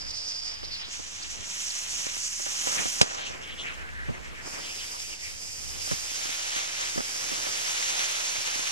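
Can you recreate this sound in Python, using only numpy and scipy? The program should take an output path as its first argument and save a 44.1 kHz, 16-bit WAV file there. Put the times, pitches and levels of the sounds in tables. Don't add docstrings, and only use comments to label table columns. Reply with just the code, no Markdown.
import sys
import numpy as np
from scipy import signal
from scipy.fft import rfft, irfft, next_fast_len
from scipy.io import wavfile
from scipy.ndimage import uniform_filter1d

SR = 44100
rng = np.random.default_rng(int(sys.argv[2]) if len(sys.argv) > 2 else 0)


def boost(x):
    u = np.asarray(x, float) / 20
    return 10 ** u


def persist_wave(psi):
    counts = np.round(np.clip(psi, -1, 1) * 32767).astype(np.int16)
    wavfile.write(sys.argv[1], SR, np.atleast_2d(counts).T)


N = 384111
CUTOFF_HZ = 15200

# start_s, level_db
FUSE = [
    (0.0, -37),
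    (0.2, -35),
    (0.3, -34.5),
    (0.5, -33),
    (0.6, -43),
    (0.7, -42),
    (0.8, -39.5),
    (1.1, -58),
    (1.3, -48),
]
MIDDLE_JET = [(.8, -64), (.93, -41.5), (1.39, -40.5), (1.62, -32.5), (2.38, -32.5), (2.72, -29.5),
              (3.01, -31), (3.04, -40), (3.27, -41.5)]
LEFT_JET = [(5.8, -45), (5.9, -38), (6.3, -34), (6.6, -32.5), (7.0, -38.5), (7.4, -32), (8.0, -29),
            (8.4, -31), (8.7, -29.5)]
RIGHT_JET = [(4.4, -56), (4.438, -46), (4.47, -39.5), (4.62, -39.5), (4.85, -36.5), (5.3, -38),
             (5.75, -37.5), (5.9, -34.5), (6.7, -39), (7.1, -35.5), (8.7, -37.5)]
# middle_s, change_db, length_s
LULL = [
    (2.32, -42, 0.2),
]


def in_time(rows):
    s, db = np.transpose(rows)
    t = np.arange(N) / SR
    since_start = t - s[0] + (s[0] < .05)
    until_end = s[-1] + .05 - t
    return boost(np.interp(t, s, db)) * np.clip(np.minimum(since_start, until_end) / .02, 0, 1)


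def surges(rows):
    t = np.arange(N) / SR
    return sum(db * np.exp(-(2 * (t - s) / length) ** 2) for s, db, length in rows)


def rms_one(x):
    return x / np.sqrt(np.mean(x ** 2) + 1e-20)


def drift(per_s, size):
    r = np.exp(-2 * np.pi * per_s * 40 / SR)
    white = rng.standard_normal(size // 40 + 2002)
    slow = signal.lfilter([1], [1, -2 * r, r * r], white)[2000:]
    return np.interp(np.arange(size) / 40, np.arange(len(slow)), rms_one(slow))


def band_noise(white, low_hz, high_hz, order=1):
    return signal.sosfilt(signal.butter(order, [low_hz, high_hz], "band", fs=SR, output="sos"), white)


def coloured(x, colour, alike=0):
    # pitch_hz, share_0_to_1
    likeness = [(150, 0.6), (400, 0.92), (1000, 0.94), (2200, 0.86), (3500, 0.54), (4400, 0.5), (5000, 1.0),
                (8000, 1.0), (12500, 0.9), (14500, 1)]
    size = next_fast_len(x.shape[-1])
    hz = np.arange(size // 2 + 1) * SR / size + 1
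    at, db = np.transpose(colour)
    low_cut = 1 + (at[0] / hz / 4.5) ** 4
    lines = rfft(x, size) * boost(np.interp(np.log(hz), np.log(at), db)) / low_cut
    if alike:
        share = np.clip(alike * np.interp(hz, *np.transpose(likeness)), 0, 1)
        lines[1] = share * lines[0] + np.sqrt(1 - share ** 2) * lines[1]
    octave = np.log2(hz / 1000)
    bass, high, top = np.clip([1 - octave, octave * 2 - 3.4, octave * 2 - 5.7], 0, 1)
    shares = (bass, 1 - bass - high, high - top, top)
    return [irfft(lines * share, size)[..., :x.shape[-1]] for share in shares]


def jet(blow, change_db, colour, flutter_db, flutter_per_s, spit_db, alike, brightens):
    start = max(0, round(blow[0][0] * 10) * SR // 10 - 4000)
    size = round((blow[-1][0] - blow[0][0]) * 2 + 1) * SR // 2
    grain_size = boost(7.5 * np.minimum(rng.exponential(1, size), 5))
    grains = (rng.random(size) < 900 / SR) * grain_size * rng.choice([-1, 1], size)
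    direct = rng.standard_normal(size) + boost(spit_db) * rms_one(grains)
    both = np.array([direct, rng.standard_normal(size)])
    flow_db = 2.2 * flutter_db * np.tanh(drift(flutter_per_s, size) / 2)
    bands = [band * boost(flow_db + 1.29 * flutter_db * drift(16.5, size)) for band in coloured(both, colour, alike)]
    gain = in_time(blow) * boost(change_db)
    effort = np.resize(gain[start:start + size] / gain.max(), size)
    bands[-1] = bands[-1] * effort ** brightens
    out = np.zeros((2, N))
    out[:, start:start + size] = rms_one(sum(bands))[:, :N - start]
    return gain * out


def wheezes(rows):
    out, t = np.zeros(N), np.arange(-4000, 4000) / SR
    for s, level_db, length, hz in rows:
        band = band_noise(rng.standard_normal(8000), 0.87 * hz, 1.13 * hz, 2)
        i = round(s * SR) - 4000
        out[i:i + 8000] += boost(level_db) * rms_one(band) * np.exp(-(2 * t / length) ** 2)
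    return out


def coughs(rows):
    out, t = np.zeros(N), np.arange(8000) / SR
    for s, level_db, length, dull_hz in rows:
        puff = band_noise(rng.standard_normal(8000), 70, dull_hz)
        puff = signal.sosfilt(signal.butter(1, 2 * dull_hz, fs=SR, output="sos"), puff)
        puff *= (1 - np.exp(-t / 0.00094)) * np.exp(-(t / length) ** 1.2)
        i = round(s * SR)
        out[i:i + 8000] += boost(level_db + 3) * puff / np.abs(puff).max()
    return out


def cracks(rows):
    out, t = np.zeros(N + 2000), np.arange(2000) / SR
    for s, peak_db, dull_hz in rows:
        w = t * abs(dull_hz) * 2.2
        i = round(s * SR)
        pulse = 2.5 * (w - w * w / 2.5) * np.exp(-w)
        out[i:i + 2000] += np.sign(dull_hz) * boost(peak_db) * pulse
    return out[:N]


def ducking():
    rest_db, recover_s = -40.5, 0.37
    power = sum(in_time(blow) ** 2 for blow in (FUSE, MIDDLE_JET, LEFT_JET, RIGHT_JET)) + boost(-41.5) ** 2
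    return uniform_filter1d(10 * np.log10(power), int(recover_s * SR), mode="nearest") - rest_db


def drone(ducked):
    # start_s, level_db
    engine_level = [(0.0, -59.5), (8.71, -59)]
    # start_s, pitch_hz
    hum = [(0.0, 53.1), (1.5, 55), (2.6, 60.3), (8.71, 61.7)]
    # middle_s, change_db, length_s
    swells = [(0.67, 6, 0.18), (1.4, 8, 0.071), (1.94, 6, 0.12), (3.5, 4, 0.16), (4.12, 6.5, 0.5),
              (5.68, 6.5, 0.73), (7.1, -3, 0.2), (.1, 7, .2), (7, 6, .1), (2.8, -8, .1)]
    wavers_per_s, sinks = 5.9, 0.66
    rumble, own, deep = rng.standard_normal((3, N + SR))
    turn = 2 * np.pi * np.cumsum(np.interp(np.arange(N) / SR, *np.transpose(hum))) / SR
    note = (0.98 + drift(wavers_per_s, N)) * np.sin(turn) + drift(wavers_per_s, N) * np.cos(turn)
    wide = rms_one(band_noise(rumble, 45, 140)[SR:])
    wind = rms_one(band_noise(deep, 14, 36, 2)[SR:])
    common = rms_one(note) + 0.5 * wide + 0.47 * wind
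    apart = 0.42 * rms_one(band_noise(own, 45, 75)[SR:])
    engines = in_time(engine_level) * boost(10.0) * np.array([common + apart, common - apart])
    return engines * boost(surges(swells) - sinks * ducked)


def hiss_floor():
    # pitch_hz, level_db_per_hz
    colour = [(300, -9), (2000, -2), (4000, 0.5), (6500, -4), (9000, -8), (14500, -17.5)]
    return boost(-55.0) * rms_one(sum(coloured(rng.standard_normal((2, N)), colour)))


def smoulder(lull, ducked):
    # start_s, level_db
    blow = [(0.0, -45.5), (8.6, -44)]
    # pitch_hz, level_db_per_hz
    colour = [(250, -6), (500, -4.5), (900, -7), (1500, -5), (2300, -3), (3000, -8), (3800, -26),
              (4400, -22), (4900, -16.5), (5500, -15), (6200, -17), (8000, -19.5), (10500, -33),
              (14500, -38)]
    # middle_s, change_db, length_s
    changes = [(.2, -4, 0.13), (.4, -2, .06), (5.55, -1, 0.31), (2.8, 16, 0.13), (3.45, 4, 0.57),
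               (3.68, 4.5, 0.13), (4.0, -1, 0.26), (4.55, 6, 0.18), (5.3, -2.5, 0.27), (7.2, 6, 1),
               (8.2, -12, .25)]
    change_db = surges(changes) + 0.12 * lull - 0.52 * ducked
    return jet(blow, change_db, colour, flutter_db=2.1, flutter_per_s=0.55, spit_db=-9.5, alike=0.52, brightens=0.6)


def sputter(lull):
    # start_s, level_db
    blow = [(0.4, -52), (.85, -42.5), (1.5, -43.5), (2.0, -41), (2.9, -37), (3.05, -52), (3.2, -38.5),
            (3.3, -44), (3.4, -65), (3.95, -55.5), (4.25, -53.5), (4.8, -44), (5.5, -55.5), (5.8, -45.5)]
    # pitch_hz, level_db_per_hz
    colour = [(250, -33), (500, -7), (900, 0.5), (1500, -1.5), (2300, 3), (3000, 5.5), (3800, 3), (4400, 2),
              (4900, -16), (5500, -26), (6200, -17), (8000, -24), (10500, -53), (14500, -96)]
    # middle_s, change_db, length_s
    changes = [(1.08, -4.5, 0.13), (3.7, 11, .12), (4.27, 5, .06), (4.4, -8, 0.19), (5.3, 4.5, 0.11)]
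    # middle_s, left_s
    moves = (.9, 3.12)
    spitting = jet(blow, surges(changes) + lull, colour,
                   flutter_db=1.23, flutter_per_s=38, spit_db=-8.0, alike=0.73, brightens=.66)
    early, late = (np.clip((np.arange(N) / SR - s) * 10 + .5, 0, 1) for s in moves)
    return spitting * (1 - early), spitting * (early - late), spitting * late


def right_ball():
    # pitch_hz, level_db_per_hz
    fuse_colour = [(250, -22), (900, -11), (1500, -17), (3000, -12), (3900, -12), (4300, -11), (4600, 0),
                   (5000, 6), (5500, -2.5), (6200, -9), (8000, -18.5), (10500, -32), (14500, -57)]
    jet_colour = [(250, -22), (500, -11.5), (900, -16), (1500, -28), (2300, -8.5), (3000, -11.5),
                  (3800, -16.5), (4350, -12.5), (4700, 0), (5150, 1), (5700, -2), (6300, -2), (7100, -5),
                  (8000, -7), (10500, -16), (14500, -24)]
    # middle_s, change_db, length_s
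    fuse_changes = [(.045, -2.5, 0.036), (.13, -2, .02), (.32, 3, .012), (.335, -2, .015), (.36, 2, .03),
                    (.415, -6, 0.018), (.51, -1, .02), (.545, 2, .02), (.7, -2, .03), (.8, 1, .025),
                    (.84, -11, .02)]
    jet_changes = [(5.6, 0, 0.13), (5.18, -6, 0.072), (5.35, -1, .15), (6.2, 1, 0.22), (7.4, 1, 0.092),
                   (7.6, 2.5, 0.1), (8.6, 1, 0.049)]
    # middle_s, level_db, length_s, pitch_hz
    whistling = [(.11, -32, 0.016, 5000), (.17, -36, 0.047, 5130), (.29, -33.5, 0.057, 5370),
                 (.648, -36, 0.024, 4730), (.745, -34, 0.06, 4500), (.85, -40, 0.043, 3750),
                 (1.23, -35, 0.015, 4800), (1.708, -33, 0.011, 4530)]
    fizz = jet(FUSE, surges(fuse_changes), fuse_colour,
               flutter_db=0.75, flutter_per_s=50, spit_db=-15, alike=0.93, brightens=0.61)
    gas = jet(RIGHT_JET, surges(jet_changes), jet_colour,
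              flutter_db=0.71, flutter_per_s=5.0, spit_db=-24, alike=0.69, brightens=0.68)
    return fizz + gas + wheezes(whistling)


def left_ball():
    # pitch_hz, level_db_per_hz
    colour = [(250, -14.5), (500, -5.5), (900, -2.5), (1500, -2.5), (2300, 1.2), (3000, 0.4), (3800, -1),
              (4400, -1.5), (4900, -7.5), (5500, 0), (6200, 2), (8000, -5), (10500, -13.5), (14500, -31)]
    # middle_s, change_db, length_s
    changes = [(5.92, 5, 0.071), (6.3, 2.5, 0.13), (6.58, 3, .12), (6.05, -1, 0.089), (6.7, 1, 0.069),
               (7.05, 3, 0.046), (7.4, 0, 0.051), (7.6, -0.5, 0.054), (6.85, 5, 0.13), (8.0, 2, 0.052),
               (8.18, 0, 0.14), (8.5, 0.5, 0.16)]
    # start_s, level_db, length_s, dull_above_hz
    slag = [(5.874, -30, 0.0093, 1200), (5.913, -20.5, 0.008, 980), (6.255, -31, 0.0086, 900),
            (6.56, -29, 0.022, 900), (6.957, -24, 0.01, 400), (6.975, -21, 0.014, 500),
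            (7.005, -26, 0.0043, 2000), (7.315, -27, 0.029, 800), (7.462, -28, 0.008, 1500),
            (8.38, -38, 0.021, 130), (5.912, -23.5, 0.019, 170)]
    # middle_s, level_db, length_s, pitch_hz
    whistling = [(3.2, -59, 0.045, 2500), (3.275, -37.5, 0.046, 2900), (3.44, -42.5, 0.043, 3000),
                 (3.51, -40, 0.075, 3070), (3.605, -34.5, 0.051, 3160), (3.672, -36, 0.048, 2480),
                 (3.73, -45, 0.061, 2670), (3.85, -43, 0.25, 1660), (4.0, -37.5, 0.12, 1700),
                 (4.07, -41, .04, 1740), (4.15, -44.5, 0.055, 1960), (4.26, -45, 0.083, 2000),
                 (4.39, -46, 0.094, 1850), (4.65, -39.5, 0.032, 3200), (4.7, -39.5, 0.082, 2770),
                 (4.81, -40, 0.061, 2930), (4.95, -44.5, 0.063, 990), (5.055, -45, 0.07, 2580),
                 (5.13, -41, 0.056, 2620), (5.26, -40.5, 0.1, 2240), (3.63, -50, .07, 6500),
                 (3.74, -51, .04, 6800), (4.15, -52, .04, 6500), (6.13, -45, 0.096, 3200),
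                 (6.3, -49, 0.19, 2800), (6.56, -40, 0.079, 2900), (6.575, -43, 0.038, 1300),
                 (6.86, -50, 0.046, 1900), (7.95, -44, .12, 3300), (8.02, -39, 0.086, 1900)]
    # start_s, peak_db, dull_above_hz (minus for a suction)
    spits = [(5.916, -12, 1200), (6.118, -26, -1300), (6.294, -21, 1000), (6.68, -23, 1800),
             (7.006, -12, -1800), (7.161, -24, 1300), (7.471, -14, 2200), (8.56, -20, -1000),
             (8.595, -17, 1500)]
    gas = jet(LEFT_JET, surges(changes), colour,
              flutter_db=0.78, flutter_per_s=28, spit_db=-12.5, alike=0.75, brightens=0.45)
    return gas + coughs(slag) + wheezes(whistling) + cracks(spits)


def pop():
    # start_s, peak_db, dull_above_hz (minus for a suction)
    bangs = [
        (3.0130, -1, -1700),
        (3.0136, 3, 2600),
        (3.0143, -3, -2200),
        (3.0154, -2.5, 900),
        (3.0184, -9.5, -600),
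        (3.0213, -9, 900),
        (3.0247, -12, -900),
        (3.0309, -7, 1500),
        (3.0443, -17, 1500),
    ]
    # pitch_hz, level_db_per_hz
    colour = [(80, -30), (500, -33), (1500, -8), (3000, -7), (4000, -9), (5800, -7), (7500, -13),
              (10000, -23.5), (14000, -50)]
    out, t = cracks(bangs), np.arange(6000) / SR
    i = round(bangs[0][0] * SR)
    gas = rms_one(sum(coloured(rng.standard_normal(6000), colour)))
    burst = (boost(-7) * np.exp(-t / .0055) + boost(-29) * np.exp(-t / .025)) * (1 - np.exp(-t / .0006))
    push_shape = (1 - np.exp(-t / .002)) * np.exp(-t / .008)
    push = boost(-12) * np.sin(2 * np.pi * 125 * (t - .0015)) * push_shape
    out[i:i + 6000] += gas * burst + push
    return signal.sosfilt(signal.butter(4, 10500, fs=SR, output="sos"), out + 1e-18)


def middle_ball(lull):
    # start_s, level_db
    roar_blow = [(2.0, -48), (2.4, -53), (2.5, -44), (2.6, -46), (2.7, -37.5), (2.9, -45.5), (3.03, -35),
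                 (3.2, -37.5), (3.4, -49)]
    # pitch_hz, level_db_per_hz
    jet_colour = [(250, -15.5), (500, -51), (900, -16), (1500, -12), (2300, -8.5), (3000, -7), (3800, -12),
                  (4400, -7), (4900, -6), (5500, 1), (6200, 2), (8000, -6), (10500, -18), (14500, -27)]
    roar_colour = [(250, -7), (500, 2.5), (900, 2.5), (1500, 2), (2300, -2.5), (3000, -2.5), (3800, -9),
                   (4400, -11), (4900, -6), (5500, -4), (6200, -6), (8000, -31), (10500, -46.4),
                   (14500, -62.1)]
    # middle_s, change_db, length_s
    changes = [(.95, 3.5, 0.094), (1.16, 3, 0.03), (1.32, 5, 0.048), (1.5, 1.5, 0.14), (1.86, -3, .06),
               (2.0, 0.5, 0.074), (2.1, -1.5, 0.11), (2.43, -1, .05), (2.68, 1.5, 0.027), (2.79, 1, 0.035),
               (3.24, -11, 0.024)]
    # start_s, level_db, length_s, dull_above_hz
    slag = [(.63, -31, 0.0099, 600), (.992, -31.5, 0.012, 600), (2.066, -30, 0.0051, 1500),
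            (2.396, -29, 0.01, 1520), (2.463, -26.5, 0.0091, 1500), (2.673, -26, 0.012, 1300),
            (2.792, -27, 0.014, 600), (2.856, -24.5, 0.012, 900), (3.3, -34, .03, 500),
            (4.083, -23.5, 0.025, 220)]
    # start_s, peak_db, dull_above_hz (minus for a suction)
    spits = [(.280, -27, 1500), (2.068, -19, -1200), (2.169, -20, 1800), (2.400, -29, -2000),
             (2.471, -28, 1500), (2.6725, -8, -2200), (2.856, -13, 1400), (3.998, -36, 1200)]
    gas = jet(MIDDLE_JET, surges(changes), jet_colour,
              flutter_db=0.87, flutter_per_s=44, spit_db=-24, alike=0.83, brightens=0.72)
    roar = jet(roar_blow, 0.3 * lull, roar_colour,
               flutter_db=1.6, flutter_per_s=19, spit_db=-15, alike=0.98, brightens=.66)
    return gas + roar + coughs(slag) + cracks(spits) + pop()


def ports(pair, phase):
    # pitch_hz, left_minus_right_db
    cavities = [(60, -1), (300, -2.5), (900, -2), (2500, 0), (3600, 1), (4400, -0.5), (5100, -5),
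                (5650, -9.5), (6400, -3.5), (7600, 2), (11000, 1.5), (15000, -0.5)]
    # pitch_hz, width_hz, change_db
    dips = [(4250, 150, -1), (8140, 150, -3), (15900, 250, -4)]
    size = next_fast_len(N)
    hz = np.arange(size // 2 + 1) * SR / size
    balance = boost(np.interp(hz, *np.transpose(cavities)))
    right = np.sqrt(2 / (1 + balance ** 2)) / np.sqrt(1 + (38 / (hz + 1)) ** 4)
    right *= boost(sum(db * np.exp(-((hz - at) / width) ** 2) for at, width, db in dips))
    turn = np.exp(1j * np.interp(hz, *np.transpose(phase)))
    return irfft(rfft(pair, size) * [right * balance, right * turn] * (hz < CUTOFF_HZ), size)[:, :N]


def scene():
    # pitch_hz, turn_radians
    from_right = [(100, -3.14), (2000, -3.0), (3500, -2.5), (4600, -1.5), (5500, -1.5), (5800, -2.3),
                  (6800, -2.3), (7400, -1.9), (8200, -1.2), (9300, -1.2), (10200, 0), (15000, 0)]
    from_middle = [(50, 3.55), (110, 3.45), (200, 3.15), (500, 2.85), (900, 2.75), (1500, 2.7), (2800, 2.2),
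                   (3700, 2.3), (4500, 2.7), (5300, 2.3), (6200, .5), (7000, 0), (8500, .4), (9300, 0),
                   (15000, 0)]
    from_left = [(180, 3.1), (500, 2.8), (1500, 2.55), (2500, 2.2), (3100, 1.1), (3900, .9), (4700, -.9),
                 (5400, -1.0), (6000, -2.0), (7000, -2.6), (7800, -3.1), (9300, -3.4), (10500, -4.6),
                 (11500, -4.5), (12600, -6.28), (15000, -6.28)]
    lull, ducked = surges(LULL), ducking()
    background = drone(ducked) + hiss_floor() + smoulder(lull, ducked)
    sputter_right, sputter_middle, sputter_left = sputter(lull)
    right = right_ball() + sputter_right
    left = left_ball() + sputter_left
    middle = background + middle_ball(lull) + sputter_middle
    return ports(right, from_right) + ports(middle, from_middle) + ports(left, from_left)


def band_limit(x):
    return signal.sosfilt(signal.butter(12, 15410, fs=SR, output="sos"), x)


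def record(dry):
    top_cut = signal.cheby2(8, 40, CUTOFF_HZ + 400, fs=SR, output="sos")
    mix = signal.sosfilt(top_cut, np.tanh(dry)) - .0019
    return band_limit(mix)


dry = scene()
out = record(dry)
persist_wave(out)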